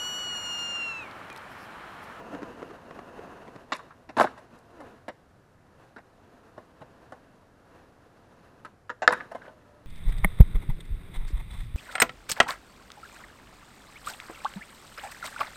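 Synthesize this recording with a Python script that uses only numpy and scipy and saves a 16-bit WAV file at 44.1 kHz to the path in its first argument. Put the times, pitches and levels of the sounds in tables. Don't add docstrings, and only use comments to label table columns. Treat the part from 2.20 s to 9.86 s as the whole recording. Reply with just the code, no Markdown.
import sys
import numpy as np
from scipy import signal
from scipy.fft import rfft, irfft
from scipy.io import wavfile

SR = 44100
rng = np.random.default_rng(int(sys.argv[2]) if len(sys.argv) > 2 else 0)


def dump_mix(stems):
    frames = np.atleast_2d(stems).T
    limited = np.clip(frames, -1, 1)
    pcm = np.round(limited * 32767).astype(np.int16)
    wavfile.write(sys.argv[1], SR, pcm)


N = 337806
TIME = np.arange(N) / SR
AGE = TIME[:SR // 5]

# [t/s, v/(m/s)]
SPEED = [(0, 3.02), (1.35, 2.71), (2.2, 1.98), (3.3, 0.87), (4.2, 1.59), (5.3, 1.39), (6.3, 2.84),
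         (7.66, 2.8)]
# [t/s, gain/dB, half length/s]
LEANS = [(0.214, 3.5, 0.078), (0.622, -2.5, 0.032), (1.082, 5.5, 0.3), (1.47, -4.5, 0.042),
         (2.357, 7.5, 0.054), (2.664, 12, 0.13), (3.61, 10, .09), (4.134, 6, 0.17), (4.838, 8, 0.47),
         (5.55, 10, 0.098), (6.273, 3, 0.097), (7.225, 6.5, 0.12)]
# [take-off t/s, touch-down t/s]
FLIGHTS = [(1.53, 1.96), (6.5, 6.87)]
# [t/s, level/dB, decay/s]
RATTLES = [(1.571, -53.5, 0.25), (2.05, -44.5, 0.089), (6.942, -45.5, 0.11)]
# [f/Hz, width/Hz, level/dB]
WHEEL_MODES = [(487, 120, -12.5), (680, 68, -12.5), (971, 120, -15.5), (2720, 381, -23.5),
               (6500, 700, -40.5)]
# [f/Hz, density/dB]
RUMBLE_SPECTRUM = [(40, -11), (110, -9.5), (170, -6.5), (250, 0.5), (380, -3.5), (520, -4), (800, -5.5),
                   (1020, -7), (1250, -7.5), (1730, -11), (2170, -21.5), (2640, -23.5), (3400, -36.5),
                   (7000, -48.5)]
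GRIT_SPECTRUM = [(1500, -15.5), (3300, 2), (4000, 2), (5000, -3), (6300, -4.5), (8000, -8.5), (10800, -8),
                 (12500, -13), (15000, -16)]
TOWN_SPECTRUM = [(20, -4), (45, -4.5), (100, 2), (200, -3.5), (400, -7.5), (650, -8), (1000, -13.5),
                 (1600, -15), (2200, -23.5), (3400, -32.5), (5000, -31.5), (8000, -36), (11500, -38),
                 (15000, -48.5)]
# [low f/Hz, high f/Hz, level/dB, T60/s]
PLAZA_BANDS = [(128, 410, -48.5, 0.64), (800, 2200, -23.5, 0.49), (2300, 8400, -16.5, 0.37)]
# [t/s, front level/dB, rear level/dB, f/Hz, left-right lag/s, tick/dB]
JOINTS = [(.139, -36.5, -36, 303, .0095, -5), (0.42, -38, -43, 396, .008, -6.5),
          (.708, -43.5, -39.5, 570, 0.0017, -10), (0.991, -42.5, -50, 445, 0.00207, -20),
          (1.274, -45.5, -43.5, 273, 0.0055, -6)]
# [t/s, level/dB, contact f/Hz, chatter/s, thump/dB, crack/dB]
SLAPS = [(1.5209, -23.5, 1016, 0.0079, -2, 2.5), (1.54, -36.5, 990, 0.013, -5, 4),
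         (1.9986, -15, 900, 0.00083, -3.5, -16), (2.008, -19.5, 730, 0.00099, -23, -25),
         (2.0101, -13.5, 667, .0028, -9, -31), (2.0186, -23.5, 900, 0.0011, -4, -9),
         (2.0426, -20.5, 786, .0045, 2, -24), (6.695, -29, 1500, 0.0093, -6.5, -9.5),
         (6.82, -23.5, 720, 0.012, -16, -6), (6.8772, -8, 1580, 0.00081, -21, -0.5),
         (6.8802, -15.5, 1750, 0.0013, -20.5, -13.5), (6.8875, -26.5, 1000, .0025, -5.5, 0),
         (6.9074, -26, 925, 0.001, -17.5, -20.5)]
# [t/s, level/dB, contact f/Hz, thump/dB, crack/dB]
KNOCKS = [(1.891, -39, 730, 2, -1), (1.968, -23, 825, 2, -20), (1.982, -21, 910, -20, -7),
          (2.028, -31, 504, -7, 1), (2.177, -45, 800, -13, -2.5), (2.603, -41.5, 590, -21, -21),
          (2.882, -31.5, 553, -4.5, -7), (3.763, -41, 1460, 3, -11), (3.782, -48, 704, -9, -3),
          (4.378, -39, 610, 1.5, -18), (4.607, -45.5, 138, -15, -24), (4.616, -43, 660, -3, -28),
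          (4.922, -39, 740, -4, -13), (6.449, -38, 1380, -2.5, -16), (6.9213, -26.5, 1000, -1.5, -5.5),
          (7.115, -36, 680, -22, -15), (7.1488, -31.5, 560, -10, -21), (7.279, -43.5, 585, -17, -22)]
# [t/s, level/dB, contact f/Hz]
TAPS = [(1.593, -42.5, 1150), (1.707, -46.5, 1240), (2.066, -34, 1520), (6.9268, -23.5, 1507),
        (6.969, -47, 1720), (7.003, -35, 1610), (7.216, -46.5, 1670), (7.253, -48.5, 1700)]
# [f/Hz, width/Hz, level/dB]
DECK_MODES = [(237, 11, -15), (317.7, 29, -8.5), (432, 22, -4), (495.3, 15, 2.5), (628.5, 64, 8.5),
              (620, 130, 4.5), (722, 18, -4), (902, 29, 3), (1008, 46.1, 3), (1098, 28, -8.5),
              (1262, 45, -1), (1500, 51, -1), (1521, 58, 3.5), (1750, 53, -9), (2100, 34, -11.5),
              (2600, 27, -27.5), (2925, 180, -14.5), (3900, 320, -26)]
# [f/Hz, width/Hz, level/dB]
CRACK_MODES = [(1940, 400, 11), (2770, 290, 4.5), (3380, 890, -6.5), (5700, 300, -1.5), (7110, 610, -5.5)]
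# [t/s, level/dB, f/Hz]
CLINKS = [(1.533, -37, 3820), (1.895, -68, 4460), (6.8793, -42.5, 6800), (6.896, -47, 5000)]
# [t/s, level/dB, rise/s, decay/s]
SCUFFS = [(1.540, -44.5, 0.009, 0.015), (1.999, -35.5, .0005, 0.017), (2.17, -69, .012, 0.028),
          (2.375, -60.5, .008, .012), (2.604, -63, .001, 0.013), (6.8784, -39.5, .0003, 0.00042),
          (6.9215, -41, 0.00027, 0.0084)]
# [t/s, f/Hz, level/dB]
SKID = [(2.48, 372, -88), (2.53, 352.4, -57), (2.58, 331.7, -53), (2.64, 266, -48), (2.69, 247, -80),
        (2.73, 216.8, -52.5), (2.82, 194, -80)]
# [t/s, f/Hz, level/dB]
HUM = [(7.15, 639, -76), (7.32, 625, -59.5), (7.42, 600, -77), (7.52, 589, -59), (7.59, 594, -61.5),
       (7.66, 587, -87)]


def from_db(db):
    return 10 ** (np.asarray(db) / 20)


def unit_rms(x):
    return x / np.sqrt(np.mean(x ** 2) + 1e-20)


def unit_hit(x):
    return x / np.sqrt(np.sum(x ** 2) / (SR / 100) + 1e-20)


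def per_sample(rows):
    times, *columns = np.transpose(rows)
    return [np.interp(TIME, times, column) for column in columns]


def add(out, t, sound):
    at = max(round(t * SR), 0)
    out[at:at + len(sound)] += sound[:N - at]


def band(x, low_hz, high_hz, order=2):
    sos = signal.butter(order, [low_hz, high_hz], "band", fs=SR, output="sos")
    return signal.sosfilt(sos, x + 1e-18)


def resonate(x, hz, width_hz):
    r = np.exp(-np.pi * width_hz / SR)
    feedback = [1, -2 * r * np.cos(2 * np.pi * hz / SR), r * r]
    return signal.lfilter(np.array([1, 0, -1]) * (1 - r * r) / 2, feedback, x + 1e-18)


def colour(x, spectrum):
    hz, db = np.transpose(spectrum)
    bin_hz = np.maximum(np.arange(N // 2 + 1) * SR / N, 1)
    skirts = np.minimum(bin_hz / hz[0], 1) * np.minimum(hz[-1] / bin_hz, 1) ** 2
    gain = from_db(np.interp(np.log(bin_hz), np.log(hz), db))
    return unit_rms(irfft(rfft(x) * skirts * gain, N))


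def drift(rate_hz):
    return np.interp(TIME * rate_hz, np.arange(N), rng.standard_normal(N))


def wheel_shake(rumble_db, start_m=2.17, cruise_m_per_s=2.0, flight_db=-13.5, lift_s=0.04):
    speed, = per_sample(SPEED)
    distance_m = start_m + np.cumsum(speed) / SR
    load_db = sum(db * np.exp(-((TIME - t) / half_s) ** 2) for t, db, half_s in LEANS)
    airborne = sum(np.clip(np.minimum(TIME - up, down - TIME) / lift_s, 0, 1) for up, down in FLIGHTS)
    roll = from_db(load_db + flight_db * airborne) * (speed / cruise_m_per_s) ** 1.28 / distance_m
    rattle = sum(from_db(db) * (TIME > t) * np.exp(-abs(TIME - t) / decay_s)
                 for t, db, decay_s in RATTLES)
    return np.hypot(roll, rattle / from_db(rumble_db))


def rolling(rumble_db=-41, grit_db=-65):
    shake = wheel_shake(rumble_db)
    surface = rng.standard_normal(N) * from_db(0.5 * drift(1500) + 1.5 * drift(45))
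    ringing = sum(from_db(db) * unit_rms(resonate(resonate(surface, hz, width_hz), hz, 3 * width_hz))
                  for hz, width_hz, db in WHEEL_MODES)
    wheels = shake * colour(surface, RUMBLE_SPECTRUM) + shake ** 1.3 * ringing
    grit = shake ** 0.62 * colour(surface, GRIT_SPECTRUM)
    return from_db(rumble_db) * wheels + from_db(grit_db) * grit


def town(level_db=-59.5):
    return from_db(level_db) * colour(rng.standard_normal(N), TOWN_SPECTRUM)


def plaza_echo(x, rise_s=0.0063):
    t = TIME[:SR]
    tail = np.zeros(SR)
    for low_hz, high_hz, db, t60_s in PLAZA_BANDS:
        energy_norm = np.sqrt(2 * np.log(1000) / (t60_s * SR))
        tail += band(rng.standard_normal(SR), low_hz, high_hz) * from_db(db - 60 * t / t60_s) * energy_norm
    return signal.fftconvolve(x, tail * (1 - np.exp(-t / rise_s)))[:N]


def contact_force(noise, chatter_s, click_s=0.00066):
    grain_db = 4.5 * np.interp(AGE * 2000, np.arange(len(AGE)), noise[1])
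    grit = unit_rms(noise[0] * from_db(grain_db))
    load = (1 - np.exp(-AGE / (0.27 * chatter_s))) * np.exp(-AGE / chatter_s)
    return (AGE == 0) + grit * load * np.sqrt(2 / (click_s * SR))


def joints(axle_lag_s=0.0815, wheel_q=5):
    out = np.zeros(N)
    for t, front_db, rear_db, hz, skew_s, tick_db in JOINTS:
        for axle_s, axle_db in ((0, front_db), (axle_lag_s, rear_db)):
            for side_s, side_db in ((0, -2), (skew_s, 2)):
                force = contact_force(rng.standard_normal((2, len(AGE))), chatter_s=0.0033)
                knock = unit_hit(band(resonate(force, hz, hz / wheel_q), 91, 1330))
                thud = unit_hit(band(band(force, 170, 580, order=1), 124, 1900))
                tick = unit_hit(band(band(force, 830, 1130, order=1), 280, 7300))
                drop = unit_hit(knock + thud + from_db(tick_db) * tick)
                add(out, t + axle_s + side_s, from_db(axle_db + side_db) * drop)
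    return out


def ring(force, modes, spot_db):
    return sum((-1) ** k * from_db(db + spot_db[k]) * resonate(force, hz, width_hz)
               for k, (hz, width_hz, db) in enumerate(modes))


def strike(hz, chatter_s, thump_db, crack_db, contact_db=5.5, contact_q=4):
    noise = rng.standard_normal((3, len(AGE)))
    force = contact_force(noise, chatter_s)
    spot_db = 3.5 * noise[2]
    deck = band(ring(force, DECK_MODES, spot_db), 110, 6300)
    contact = band(resonate(force, hz, hz / contact_q), 140, 1700)
    thump = band(force, 227, 430)
    slab_boom = band(force, 105, 200, order=3)
    crack = ring(force, CRACK_MODES, spot_db[::-1])
    crack = band(band(crack, 1500, 4900), 830, 11000, order=5)
    parts = ((deck, 0), (contact, contact_db), (thump, thump_db),
             (slab_boom, thump_db - 14), (crack, crack_db))
    return unit_hit(sum(from_db(db) * unit_hit(part) for part, db in parts))


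def blows():
    out = np.zeros(N)
    for t, db, hz, chatter_s, thump_db, crack_db in SLAPS:
        add(out, t, from_db(db) * strike(hz, chatter_s, thump_db, crack_db))
    for t, db, hz, thump_db, crack_db in KNOCKS:
        knock = strike(hz, chatter_s=0.00866, thump_db=thump_db, crack_db=crack_db)
        add(out, t, from_db(db) * knock)
    for t, db, hz in TAPS:
        tap = strike(hz, chatter_s=0.0089, thump_db=-21, crack_db=-18, contact_db=13.5)
        add(out, t, from_db(db) * tap)
    return out


def clinks(decay_s=0.0017, width_hz=450):
    out = np.zeros(N)
    for t, db, hz in CLINKS:
        rattle = rng.standard_normal(len(AGE)) * np.exp(-AGE / decay_s)
        clink = band(resonate(rattle, hz, width_hz), 2500, 7800)
        add(out, t, from_db(db) * unit_hit(clink))
    return out


def scuffs(grit_db=-20, grit_rise_s=0.003, grit_decay_s=0.007):
    grains = rng.standard_normal(N) * from_db(6.4 * drift(620))
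    friction = unit_rms(band(grains, 3900, 11300, order=5))
    crushes = [(t, db + grit_db, grit_rise_s, grit_decay_s) for t, db, *_ in KNOCKS]
    envelope = np.zeros(N)
    for t, db, rise_s, decay_s in SCUFFS + crushes:
        add(envelope, t, from_db(db) * (1 - np.exp(-AGE / rise_s)) * np.exp(-AGE / decay_s))
    return envelope * friction


def stick_slip(curve, overtone_step_db, jitter):
    hz, db = per_sample(curve)
    phase = 2 * np.pi * np.cumsum(hz * (1 + jitter * drift(100))) / SR
    tone = unit_rms(sum(from_db(k * overtone_step_db) * np.sin((k + 1) * phase) for k in range(4)))
    gate = (TIME > curve[0][0]) & (TIME < curve[-1][0])
    return tone * from_db(db + 2 * drift(72)) * gate


def scene():
    board = rolling() + joints() + blows() + scuffs() + clinks()
    board += stick_slip(SKID, overtone_step_db=-3.5, jitter=0.014)
    board += stick_slip(HUM, overtone_step_db=-26, jitter=0.012)
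    return (board + town() + plaza_echo(board))[None]


def record(dry, cutoff_hz=15300):
    clipped = dry / (1 + dry ** 6) ** (1 / 6)
    return signal.sosfilt(signal.ellip(10, .1, 80, cutoff_hz, fs=SR, output="sos"), clipped)


dry = scene()
out = record(dry)
dump_mix(out)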